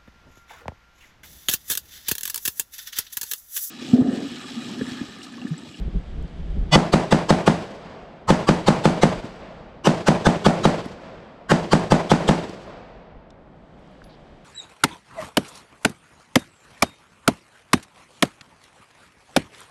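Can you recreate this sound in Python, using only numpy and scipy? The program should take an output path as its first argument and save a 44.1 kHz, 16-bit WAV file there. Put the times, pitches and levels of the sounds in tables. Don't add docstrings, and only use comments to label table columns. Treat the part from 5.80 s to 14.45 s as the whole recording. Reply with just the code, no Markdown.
import sys
import numpy as np
from scipy import signal
from scipy.fft import rfft, irfft, next_fast_len
from scipy.io import wavfile
from scipy.ndimage import map_coordinates

SR = 44100
rng = np.random.default_rng(int(sys.argv[2]) if len(sys.argv) > 2 else 0)


def natural_amplitude(level_db):
    exponent = np.asarray(level_db, float) / 20
    return 10 ** exponent


def wrap_up_sound(samples):
    columns = np.atleast_2d(samples).T
    tamed = np.clip(columns, -1, 1)
    steps = np.round(tamed * 32767).astype(np.int16)
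    wavfile.write(sys.argv[1], SR, steps)


N = 381321

# start_s, level_db
GUSTS = [(0.0, -24), (0.04, -30), (0.084, -22), (0.11, -38), (0.16, -20), (0.232, -38.5), (0.408, -23.5),
         (0.496, -34), (0.758, -27), (0.772, -23), (0.9, -29)]
# start_s, level_db
HISS_LEVEL = [(0, -55.5), (1.9, -56.5), (2.4, -67), (3.5, -59), (3.95, -69), (5.4, -64.5), (7, -84.5),
              (7.6, -72.5), (8.1, -61.5), (8.65, -62)]
# frequency_hz, level_db (per Hz)
GUST_SPECTRUM = [(7.1, -25), (12, -7), (44, 2), (68, -3.5), (108, -20.5), (159, -9.5), (270, -24),
                 (386, -25.5), (700, -44.5), (910, -85.5), (1540, -120)]
RUMBLE_SPECTRUM = [(8.8, -46), (15, -5), (48, 5), (97, -6), (119, -6.5), (130, -2), (170, -41), (290, -120)]
RUSH_SPECTRUM = [(59, -35.5), (100, -18.5), (156, -2.5), (369, -11), (686, -10), (807, -14), (961, -18.5),
                 (1060, -19), (2500, -32.5), (3250, -67.5), (5500, -120)]
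HISS_SPECTRUM = [(710, -31.5), (1200, -2), (1350, -4), (1690, -1.5), (2650, -5.5), (3140, -2.5),
                 (4570, -12.5), (7090, -21.5), (8070, -24.5), (9890, -32.5), (10900, -33.5), (15500, -59.5)]
# start_s, peak_db (of the tick), centre_hz, ring_db (relative to the tick)
CLICKS = [(.425, -52, 7920, -30), (.478, -48, 4500, -40), (5.056, -43, 8000, -25), (6.694, -36, 5470, -35),
          (6.862, -69, 9000, -9), (7.504, -45, 3900, -50), (7.504, -50, 5800, -50), (7.991, -65, 6960, -20),
          (8.074, -60, 5500, -37), (8.11, -68, 8000, -14), (8.217, -37, 1250, -60),
          (8.240, -45.5, 4300, -17)]
# pitch_hz, level_db (relative to ring_db), t60_s
METAL = [(10900, 0, .16), (13200, -5, .14)]
# start_s, end_s, level_db, centre_hz, width_hz
RUSTLE = (8.293, 8.354, -61, 3900, 1500)
# start_s, rasp_db, rasp_lead_s (before the bang), loudest_hz (strongest band of the rasp)
SHOTS = [(0.9567, -13.5, 0.052, 3380), (1.1374, -18, 0.025, 4330), (1.3247, -18.5, .028, 2060),
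         (1.5048, -16, 0.029, 6200), (1.6772, -17, 0.026, 2440), (2.5037, -14, .039, 1030),
         (2.6892, -18, 0.032, 4800), (2.8836, -16.5, 0.033, 4100), (3.0547, -21.5, 0.031, 3380),
         (3.2335, -19, 0.032, 2080), (4.071, -17, 0.041, 2860), (4.2838, -15, 0.032, 5540),
         (4.4673, -15.5, 0.033, 1620), (4.664, -15.5, 0.033, 3300), (4.8531, -19, 0.035, 6700),
         (5.7172, -15, 0.039, 1630), (5.9321, -17, 0.034, 4900), (6.1206, -17, 0.029, 1720),
         (6.3163, -18, 0.034, 3280), (6.4895, -17, 0.025, 3500)]
# frequency_hz, level_db (per Hz)
RASP_SPECTRUM = [(59, -30.5), (100, 6), (238, -3.5), (429, -5), (1060, -0.5), (2370, -18.5), (2870, -10.5),
                 (4860, -16), (8060, -22), (15500, -53)]
# pitch_hz, level_db (amplitude over the rasp's rms)
BUZZ_TONES = [(152, 3), (700, -6), (2013, -5), (2487, -10), (2955, -6), (3424, -5), (4544, -8), (5297, -13)]
# delay_ms, peak_db (under the blast level), front_ms
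PATHS = [(0.08, -1.3, 0.3), (2.48, -8.5, 0.1), (2.66, -3.1, 0.15), (3.0, -7.5, 0.1), (3.71, -12.6, 1.0),
         (5.77, -4.0, 0.3), (7.15, -13.4, 0.3), (12.78, -21.3, 0.7), (18.97, -12.9, 0.7), (20.4, -9.5, 0.3),
         (22.6, -12.8, 0.3), (23.18, -13.0, 1.0), (30.69, -20.3, 0.3), (32.3, -16.0, 0.2),
         (33.46, -15.6, 0.3)]
# front_ms, front_ms
LATE_FRONT_MS = (.2, 1)
# delay_ms, cutoff_hz
DULLING = [(0, 3250), (10, 1000), (25, 1900), (130, 1000)]
# resonance_hz, sharpness (no unit)
PORT = (160, 1.8)
# frequency_hz, level_db (per Hz)
CRACK_SPECTRUM = [(710, -2), (1200, -6), (1520, -5.5), (2510, -12.5), (4070, -16), (5260, -18.5),
                  (6240, -19.5), (9570, -28.5), (15500, -64.5)]
# pitch_hz, level_db (before a random shift per shot), t60_s
THUMP = (59.6, -18, 0.084)
# frequency_hz, level_db (per Hz); then frequency_hz, t60_s
SHELTER_SPECTRUM = [(29, -55), (50, -11), (108, -5.5), (206, -2.5), (250, -18), (333, -5), (466, -5),
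                    (607, 3), (668, 4), (1000, -4), (1340, -15.5), (2060, -20.5), (7920, -45.5),
                    (15500, -71.5)]
SHELTER_T60 = [(100, 0.41), (300, 0.81), (700, 0.28), (2000, 0.53), (5000, 1), (12000, 0.92)]
# frequency_hz, level_db (per Hz); then frequency_hz, t60_s
TREES_SPECTRUM = [(35, -45), (60, -5.5), (146, -5), (182, 0), (303, -9), (461, -6), (658, -4), (735, -9),
                  (4940, -28), (7700, -36.5), (12000, -69.5), (15600, -100), (22000, -120)]
TREES_T60 = [(100, 1.54), (600, 2.24), (3000, 1.92), (8000, 1.14)]
# centre_s, level_db, pitch_hz
THUDS = [(3.4452, -23, 215), (5.0635, -22, 235), (6.6975, -26, 260)]
# centre_hz, width_hz, lift_db
HOUSING = [(4750, 250, 2), (7800, 280, 4), (10800, 300, 4)]


def unit(x):
    return x / np.sqrt(np.mean(x ** 2) + 1e-20)


def along(points, hz):
    f, value = np.transpose(points)
    return np.interp(np.log(hz + 1), np.log(f + 1), value)


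def curve(rows):
    s, value = np.transpose(rows)
    return np.interp(np.arange(N) / SR, s, value)


def wobble(rate):
    knots = rng.standard_normal(int(N * rate / SR) + 4)
    return unit(map_coordinates(knots, [np.arange(N) * rate / SR]))


def filtered(x, response):
    m = next_fast_len(len(x) + 8192)
    return irfft(rfft(x, m) * response(np.fft.rfftfreq(m, 1 / SR)), m)[:len(x)]


def noise(spectrum, count=N):
    return unit(filtered(rng.standard_normal(count), lambda hz: natural_amplitude(along(spectrum, hz))))


def tail(spectrum, t60s, count):
    hz, t, z = signal.stft(noise(spectrum, count), SR, nperseg=256)
    decay = natural_amplitude(-60 * t / along(t60s, hz)[:, None])
    return signal.istft(z * decay, SR, nperseg=256)[1][:count]


def add(track, s, sound):
    part = track[round(s * SR):][:len(sound)]
    part += sound[:len(part)]


def wind():
    calm_s, calm_db = 1, -70
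    rumble_db, rush_db = -55, -49
    rush_follows = 0.13
    gust_db = curve([*GUSTS, (calm_s, calm_db)])
    hiss_db = curve(HISS_LEVEL)
    rush_db = rush_db + rush_follows * (hiss_db - hiss_db.mean())
    gusts = natural_amplitude(gust_db) * unit(natural_amplitude(0.99 * wobble(30)) * noise(GUST_SPECTRUM))
    rumble = natural_amplitude(rumble_db + 2.2 * wobble(1.1) + 3 * wobble(19)) * noise(RUMBLE_SPECTRUM)
    rush = natural_amplitude(rush_db + 0.63 * wobble(14)) * noise(RUSH_SPECTRUM)
    hiss = natural_amplitude(hiss_db + 0.4 * wobble(27)) * noise(HISS_SPECTRUM)
    return gusts + rumble + rush + hiss


def metal_ring(t):
    modes = sum(natural_amplitude(db - 60 * t / t60) * np.sin(2 * np.pi * hz * t) for hz, db, t60 in METAL)
    return modes * (1 - np.exp(-t / .001))


def cloth():
    start, end, db, centre_hz, width_hz = RUSTLE
    grains = rng.standard_normal(N) * natural_amplitude(2.4 * wobble(280))
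    grains = grains[:round((end - start) * SR)]
    return natural_amplitude(db) * unit(filtered(grains, lambda f: np.exp(-((f - centre_hz) / width_hz) ** 2)))


def handling():
    out, t = np.zeros(N), np.arange(SR // 4) / SR
    ring = metal_ring(t)
    for s, db, hz, ring_db in CLICKS:
        tick = rng.standard_normal(len(t)) * natural_amplitude(-60 * t / .014) * np.clip(t / .001, 0, 1)
        tick = filtered(tick, lambda f: (1j * f * hz / (hz * hz - f * f + 1j * f * hz)) ** 5)
        add(out, s, natural_amplitude(db) * (tick / np.abs(tick).max() + natural_amplitude(ring_db) * ring))
    add(out, RUSTLE[0], cloth())
    return out


def rasp(lead, loudest_hz, tones):
    swell_s = 0.037
    t = np.arange(-SR // 16, 0) / SR
    z, f = rfft(noise(RASP_SPECTRUM, len(t))), np.fft.rfftfreq(len(t), 1 / SR)
    fine = rng.standard_normal(len(z))
    bands = np.repeat(rng.standard_normal(len(z) // 16 + 1), 16)[:len(z)]
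    lift_db = 8 * np.exp(-((f - loudest_hz) / 260) ** 2)
    buzz = unit(irfft(z * natural_amplitude(5.8 * fine + 2 * bands + lift_db), len(t)))
    for hz, db in tones:
        drift = np.cumsum(rng.normal(0, .14, len(t))) * np.sqrt(hz / SR)
        buzz = buzz + natural_amplitude(db) * np.sin(2 * np.pi * (hz * t + rng.random()) + drift)
    rise = np.sin(np.pi / 2 * np.clip((t + lead) / min(lead, swell_s), 0, 1)) ** 3.5
    return buzz * rise * np.clip(-t / .0006, 0, 1)


def late_paths():
    from_ms, to_ms, count = 35, 185, 42
    start_db, fall_db_per_ms, blunt_db_per_ms = -13.5, 0.25, 5
    place, blunt = rng.random((count, 2)).T
    ms = from_ms + (np.arange(count) + place) * (to_ms - from_ms) / count
    shortest, longest = LATE_FRONT_MS
    front = shortest + (longest - shortest) * blunt ** 2
    db = start_db - fall_db_per_ms * (ms - from_ms) - blunt_db_per_ms * front
    return list(zip(ms, db, front))


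def blast():
    port_hz, sharp = PORT
    t, out = np.arange(2048) / SR, np.zeros(SR // 4)
    for ms, db, front in PATHS + late_paths():
        u = t * 1000 / front
        dull_hz = np.interp(ms, *np.transpose(DULLING))

        def port_and_dulling(f):
            low_cut = f * f / (port_hz * port_hz - f * f + 1j * f * port_hz / sharp)
            return (low_cut / (1 + 1j * f / dull_hz)) ** 2

        pulse = filtered(u * (u - 2) * np.exp(-u), port_and_dulling)
        add(out, ms / 1000, natural_amplitude(db) * pulse / np.abs(pulse).max())
    return out


def crack(t):
    rise_s = .0005
    fall = natural_amplitude(-11.5 - 60 * t / 0.015) + natural_amplitude(-22.5 - 60 * t / 0.36)
    return noise(CRACK_SPECTRUM, len(t)) * np.clip(t / rise_s, 0, 1) * fall


def thump(t):
    hz, db, t60 = THUMP
    strength = natural_amplitude(2.5 * rng.standard_normal())
    return -strength * natural_amplitude(db - 60 * t / t60) * np.sin(2 * np.pi * hz * t)


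def shelter_scatter(t, still):
    build = np.clip((t - .012) / 0.082, 0, 1)
    clumps = natural_amplitude(2.17 * wobble(63.7)[:len(t)])
    moving = tail(SHELTER_SPECTRUM, SHELTER_T60, len(t))
    return natural_amplitude(-16.5) * build * clumps * (0.92 * still + 1.29 * moving)


def trees_swell(count):
    arrival_s, rise_s, trees_db = 0.37, 0.0074, -32.5
    brush_db, brush_rise_s = -18, 0.12
    depth_db_per_s = 5
    t = np.arange(count) / SR
    brush = natural_amplitude(brush_db) * np.clip(t / brush_rise_s, 0, 1)
    trees = 1 / (1 + np.exp((arrival_s - t) / rise_s))
    return (brush + trees) * natural_amplitude(trees_db + depth_db_per_s * t)


def rifle():
    blast_db = -0.66
    short, long = SR, 2 * SR
    out, wave, t = np.zeros(N), blast(), np.arange(short) / SR
    still = tail(SHELTER_SPECTRUM, SHELTER_T60, short)
    swell = trees_swell(long)
    for k, (s, rasp_db, lead, loudest_hz) in enumerate(SHOTS):
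        ahead = rasp(lead, loudest_hz, BUZZ_TONES if k == 0 else ())
        add(out, s - len(ahead) / SR, natural_amplitude(rasp_db) * ahead)
        add(out, s, natural_amplitude(blast_db) * wave)
        add(out, s, crack(t) + thump(t) + shelter_scatter(t, still))
        add(out, s, swell * tail(TREES_SPECTRUM, TREES_T60, long))
    return out


def thuds():
    out, t = np.zeros(N), np.arange(-512, 512) / SR
    for s, db, hz in THUDS:
        swing = np.sin(2 * np.pi * hz * t) * np.exp(-(t * hz / .6) ** 2)
        add(out, s + t[0], natural_amplitude(db) * 1.3 * swing)
    return out


def scene():
    return (wind() + handling() + rifle() + thuds())[None]


def housing(f):
    return natural_amplitude(sum(db * np.exp(-((f - hz) / width) ** 2) for hz, db, width in
                   [(hz, db, width) for hz, width, db in HOUSING]))


def roll_off(x):
    return signal.sosfilt(signal.butter(12, 15750, fs=SR, output="sos"), x)


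def record(dry):
    x = filtered(dry[0], housing)
    x = x / (1 + np.abs(x / 1.05) ** 8) ** (1 / 8)
    mix = filtered(x, lambda f: f < 15750)[None]
    return roll_off(mix)


dry = scene()
out = record(dry)
wrap_up_sound(out)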